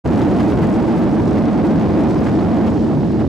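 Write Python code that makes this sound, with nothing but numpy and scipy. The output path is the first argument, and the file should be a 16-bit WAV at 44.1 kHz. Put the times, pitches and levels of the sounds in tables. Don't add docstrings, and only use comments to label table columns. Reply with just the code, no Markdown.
import sys
import numpy as np
from scipy import signal
from scipy.fft import rfft, irfft
from scipy.io import wavfile
from scipy.ndimage import uniform_filter1d

SR = 44100
rng = np.random.default_rng(int(sys.argv[2]) if len(sys.argv) > 2 else 0)


def to_wav(sig):
    pcm = np.clip(np.atleast_2d(sig), -1, 1) * 32767
    pcm = np.round(pcm).astype(np.int16)
    wavfile.write(sys.argv[1], SR, pcm.T)


def elevation(decibels):
    levels = np.asarray(decibels, float)
    return 10 ** (levels / 20)


N = 144648

# pitch_hz, level_db (per Hz)
HISS_SPECTRUM = [(880, -39), (1500, -5), (2540, -13), (4940, -17), (11800, -39.5), (14600, -39.5),
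                 (15500, -55)]
# time_s, level_db
HISS_LEVEL = [(.05, -2.5), (.5, -5.5), (.8, -1), (1.5, 0), (2.2, -0.5), (2.65, 0), (2.9, -1), (3.2, -0.5),
              (3.28, -4)]
# start_s, level_db (before TICK_DB), left_over_right_db
TICKS = [(0.2503, -40.5, -1.5), (0.5104, -41, 7), (0.623, -41.5, 0), (0.9913, -37, -10.5),
         (1.6564, -42, -1), (2.12, -56.5, 5.5), (2.206, -41.5, -2), (2.57, -44.5, -17.5), (2.656, -46, -4),
         (2.747, -52, 0.5)]
# start_s, level_db (before RATTLE_DB), pitch_hz
RATTLES = [(0.215, -29, 3730), (0.4003, -34, 3500), (0.5205, -31.5, 3260), (1.931, -38, 4540),
           (2.394, -34, 4400), (2.7, -41, 6960), (3.032, -39, 3350), (3.082, -39, 3350),
           (3.202, -40.5, 3220)]
# middle_s, surge_db, half_length_s
JOLTS = [(0.215, 3, .015), (0.407, 5.5, .012), (0.436, 3.5, 0.0073), (0.519, 4, 0.012), (0.636, 4.5, 0.02),
         (0.976, 2.5, 0.018), (1.299, 1.5, 0.01), (1.382, 3.5, 0.0081), (1.676, 1.5, .012),
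         (2.05, 0, 0.0098), (2.27, 4.5, .012), (2.289, 3, .008), (2.41, 2, 0.015), (2.677, 4.5, 0.012),
         (3.207, 2.5, .02)]
# pitch_hz, level_db (per Hz)
ROAR_SPECTRUM = [(20, -45.5), (50, -16), (85, -6.5), (150, -7.5), (260, -8), (400, -17), (700, -42),
                 (900, -33.5), (1500, -41.5), (3000, -46), (4800, -45), (8000, -54), (16000, -76.5)]
# pitch_hz, width_hz, boost_db
CABIN_BOOMS = [(84, 9.1, 2.5), (168.5, 10, 4.5), (220.86, 20.8, 9), (312, 24.8, 6.5), (318, 33.7, 5.5),
               (860, 32, 7.5)]
# time_s, drive_db, treble_db
ROAR_DRIVE = [(.05, 15.5, 0), (.3, 16.5, -0.5), (.6, 15.5, -0.5), (.9, 13, 0), (1.2, 12, 0),
              (1.499, 13, -3), (1.8, 12.5, -0.5), (2.1, 12.5, -0.5), (2.4, 11, 0), (2.66, 9.5, 0.5),
              (2.75, 8.5, 0.5), (3.0, 4.5, 1.5), (3.14, 4.5, 0), (3.24, 3.5, 1.5), (3.28, 0.5, 4)]
# pitch_hz, likeness (0 to 1)
REAR_LIKENESS = [(60, 1), (250, 0.91), (450, 0.7), (1000, 0), (4000, 0), (12000, 0.1)]
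# pitch_hz, likeness (0 to 1)
SIDE_LIKENESS = [(60, 1), (250, 0.94), (450, 0.55), (1000, 0.4), (4000, .6), (12000, .6)]


def evened(x):
    return x / np.sqrt(np.mean(x ** 2) + 1e-20)


def read(points, hz):
    table_hz, value = np.transpose(points)
    return np.interp(np.log(hz + 1), np.log(table_hz + 1), value)


def add(mix, start_s, sound):
    part = mix[..., round(start_s * SR):][..., :sound.shape[-1]]
    part += sound[..., :part.shape[-1]]


def low(x, hz):
    r = np.exp(-2 * np.pi * hz / SR)
    return signal.lfilter([1 - r], [1, -r], x)


def filtered(x, order, hz, kind):
    return signal.sosfilt(signal.butter(order, hz, kind, fs=SR, output="sos"), x)


def jolts():
    t = np.arange(N) / SR
    return sum(db * np.exp(-((t - s) / length) ** 2) for s, db, length in JOLTS)


def hiss():
    HISS_DB, LEFT_DB, LIKENESS = -47.5, -7, 0.76
    FLICKER_HZ, FLICKER_DB = [50, 350], 3.5
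    JOLT_SHARE = 0.17
    a, b = rng.standard_normal((2, N))
    right = LIKENESS * a + np.sqrt(1 - LIKENESS ** 2) * b
    pair = np.array([a * elevation(LEFT_DB), right])
    colour = elevation(read(HISS_SPECTRUM, np.fft.rfftfreq(N, 1 / SR)))
    pair = evened(irfft(rfft(pair) * colour, N))
    wobble = low(rng.standard_normal(N), FLICKER_HZ[1])
    flicker = evened(filtered(wobble, 1, FLICKER_HZ, "band"))
    level_db = np.interp(np.arange(N) / SR, *np.transpose(HISS_LEVEL))
    return pair * elevation(HISS_DB + level_db + JOLT_SHARE * jolts() + FLICKER_DB * flicker)


def ticks():
    TICK_HZ, TICK_DB, FADE_60DB_S = 11500, 3, .002
    out, t = np.zeros((2, N)), np.arange(600) / SR
    for start_s, db, pan_db in TICKS:
        noise = rng.choice([-1., 1.], 600) * elevation(-60 * t / FADE_60DB_S)
        burst = filtered(noise, 2, TICK_HZ, "high")
        pan = np.array([[pan_db / 2], [-pan_db / 2]])
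        add(out, start_s, burst / np.abs(burst).max() * elevation(db + TICK_DB + pan))
    return out


def rattles():
    SPREAD = 0.12
    RATTLE_DB, RISE_S, FADE_60DB_S = -5, 0.0024, .035
    out, t = np.zeros((2, N)), np.arange(2000) / SR
    for start_s, db, hz in RATTLES:
        band_hz = [hz * (1 - SPREAD), hz * (1 + SPREAD)]
        noise = filtered(rng.standard_normal(4000), 2, band_hz, "band")
        ring = evened(noise[2000:])
        envelope = np.minimum(t / RISE_S, 1) * elevation(db + RATTLE_DB - 60 * t / FADE_60DB_S)
        add(out, start_s, envelope * ring[None])
    return out


def rumble():
    RUMBLE_HZ, RUMBLE_DB, SIDE = [815, 1700], -27.5, .4
    a, b = filtered(rng.standard_normal((2, N)), 1, RUMBLE_HZ, "band")
    pair = evened(low(np.array([a + SIDE * b, a - SIDE * b]), RUMBLE_HZ[1]))
    return pair * elevation(RUMBLE_DB) * (elevation(jolts()) - 1)


def capsule_noise():
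    REAR_LEAD_S, REAR_DB = 0.00062, -4.5
    SIDE_LEAD_S, SIDE_DB = .00005, 0.2
    PATCH_DB = 2
    frames, hz = N // 512 + 5, np.fft.rfftfreq(2048, 1 / SR)
    a, b, c, d, e, g, patches = rng.standard_normal((frames, 1025, 7)).T
    patches = uniform_filter1d(patches, size=12, axis=0)
    patches = evened(uniform_filter1d(patches, size=6, axis=1))
    booms_db = sum(db / (1 + (2 * (hz - f) / width) ** 2) for f, width, db in CABIN_BOOMS)
    shape_db = read(ROAR_SPECTRUM, hz) + booms_db
    front = a + 1j * b
    spectra = [front]
    for likeness, own, lead_s, db in ((REAR_LIKENESS, c + 1j * d, REAR_LEAD_S, REAR_DB),
                                      (SIDE_LIKENESS, e + 1j * g, SIDE_LEAD_S, SIDE_DB)):
        same = read(likeness, hz)[:, None]
        mixed = same * front + np.sqrt(1 - same ** 2) * own
        earlier = np.exp(2j * np.pi * hz * lead_s)[:, None]
        spectra.append(mixed * elevation(db) * earlier)
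    spectra = np.array(spectra) * elevation(shape_db[:, None] + PATCH_DB * patches)
    return evened(signal.istft(spectra, nperseg=2048, noverlap=1536)[1][:, :N])


def roar():
    TREBLE_HZ, FLICKER_HZ, FLICKER_DB = 473, 34.0, 1
    BASS_HZ, BASS_GAIN_DB_PER_S = 109, 1.7
    SWELL_HZ, SWELL_DB = 22.0, .5
    JOLT_SHARE = 0.28
    x = capsule_noise()
    t, (s, drive_db, treble_db) = np.arange(N) / SR, np.transpose(ROAR_DRIVE)
    swell = evened(low(low(rng.standard_normal(N), SWELL_HZ), SWELL_HZ))
    flicker = evened(low(low(rng.standard_normal(N), FLICKER_HZ), FLICKER_HZ))
    treble = filtered(x, 2, TREBLE_HZ, "high")
    x = x + (elevation(np.interp(t, s, treble_db) + FLICKER_DB * flicker) - 1) * treble
    bass = low(low(x, BASS_HZ), BASS_HZ)
    x = x + (elevation(BASS_GAIN_DB_PER_S * (t - t[-1] / 2)) - 1) * bass
    return x * elevation(np.interp(t, s, drive_db) + JOLT_SHARE * jolts() + SWELL_DB * swell)


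def microphone(front, rear, side):
    REAR_LEFT, REAR_RIGHT, LEFT_DB = 0.56, .52, 0.43
    WIDTH, WIDTH_HZ, WIDTH_TOP_HZ = 0.46, 195, 7000
    SMOOTH_HZ, AIR_DB, LOW_CUT_HZ, OUT_DB = 395, -19, 65, -12
    front, rear, side = (np.clip(v, -1, 1) for v in (front, rear, side))
    edges = WIDTH * low(side - low(side, WIDTH_HZ), WIDTH_TOP_HZ)
    left = (front - REAR_LEFT * rear - edges) * elevation(LEFT_DB)
    right = front - REAR_RIGHT * rear + edges
    pair = np.array([left, right])
    pair = low(pair, SMOOTH_HZ) + elevation(AIR_DB) * pair
    return elevation(OUT_DB) * filtered(pair, 2, LOW_CUT_HZ, "high")


def scene():
    return microphone(*roar()) + hiss() + rattles() + ticks() + rumble()


def band_limit(x):
    return signal.sosfilt(signal.butter(12, 15730, fs=SR, output="sos"), x)


def record(dry):
    START_S, FADE_S, END_FADE_S = 0.039, 0.024, 0.0027
    t = np.arange(N) / SR
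    ramp = np.minimum((t - START_S) / FADE_S, (N / SR - t) / END_FADE_S)
    fade = np.sin(np.pi / 2 * np.clip(ramp, 0, 1)) ** 2
    return band_limit(dry * fade)


dry = scene()
out = record(dry)
to_wav(out)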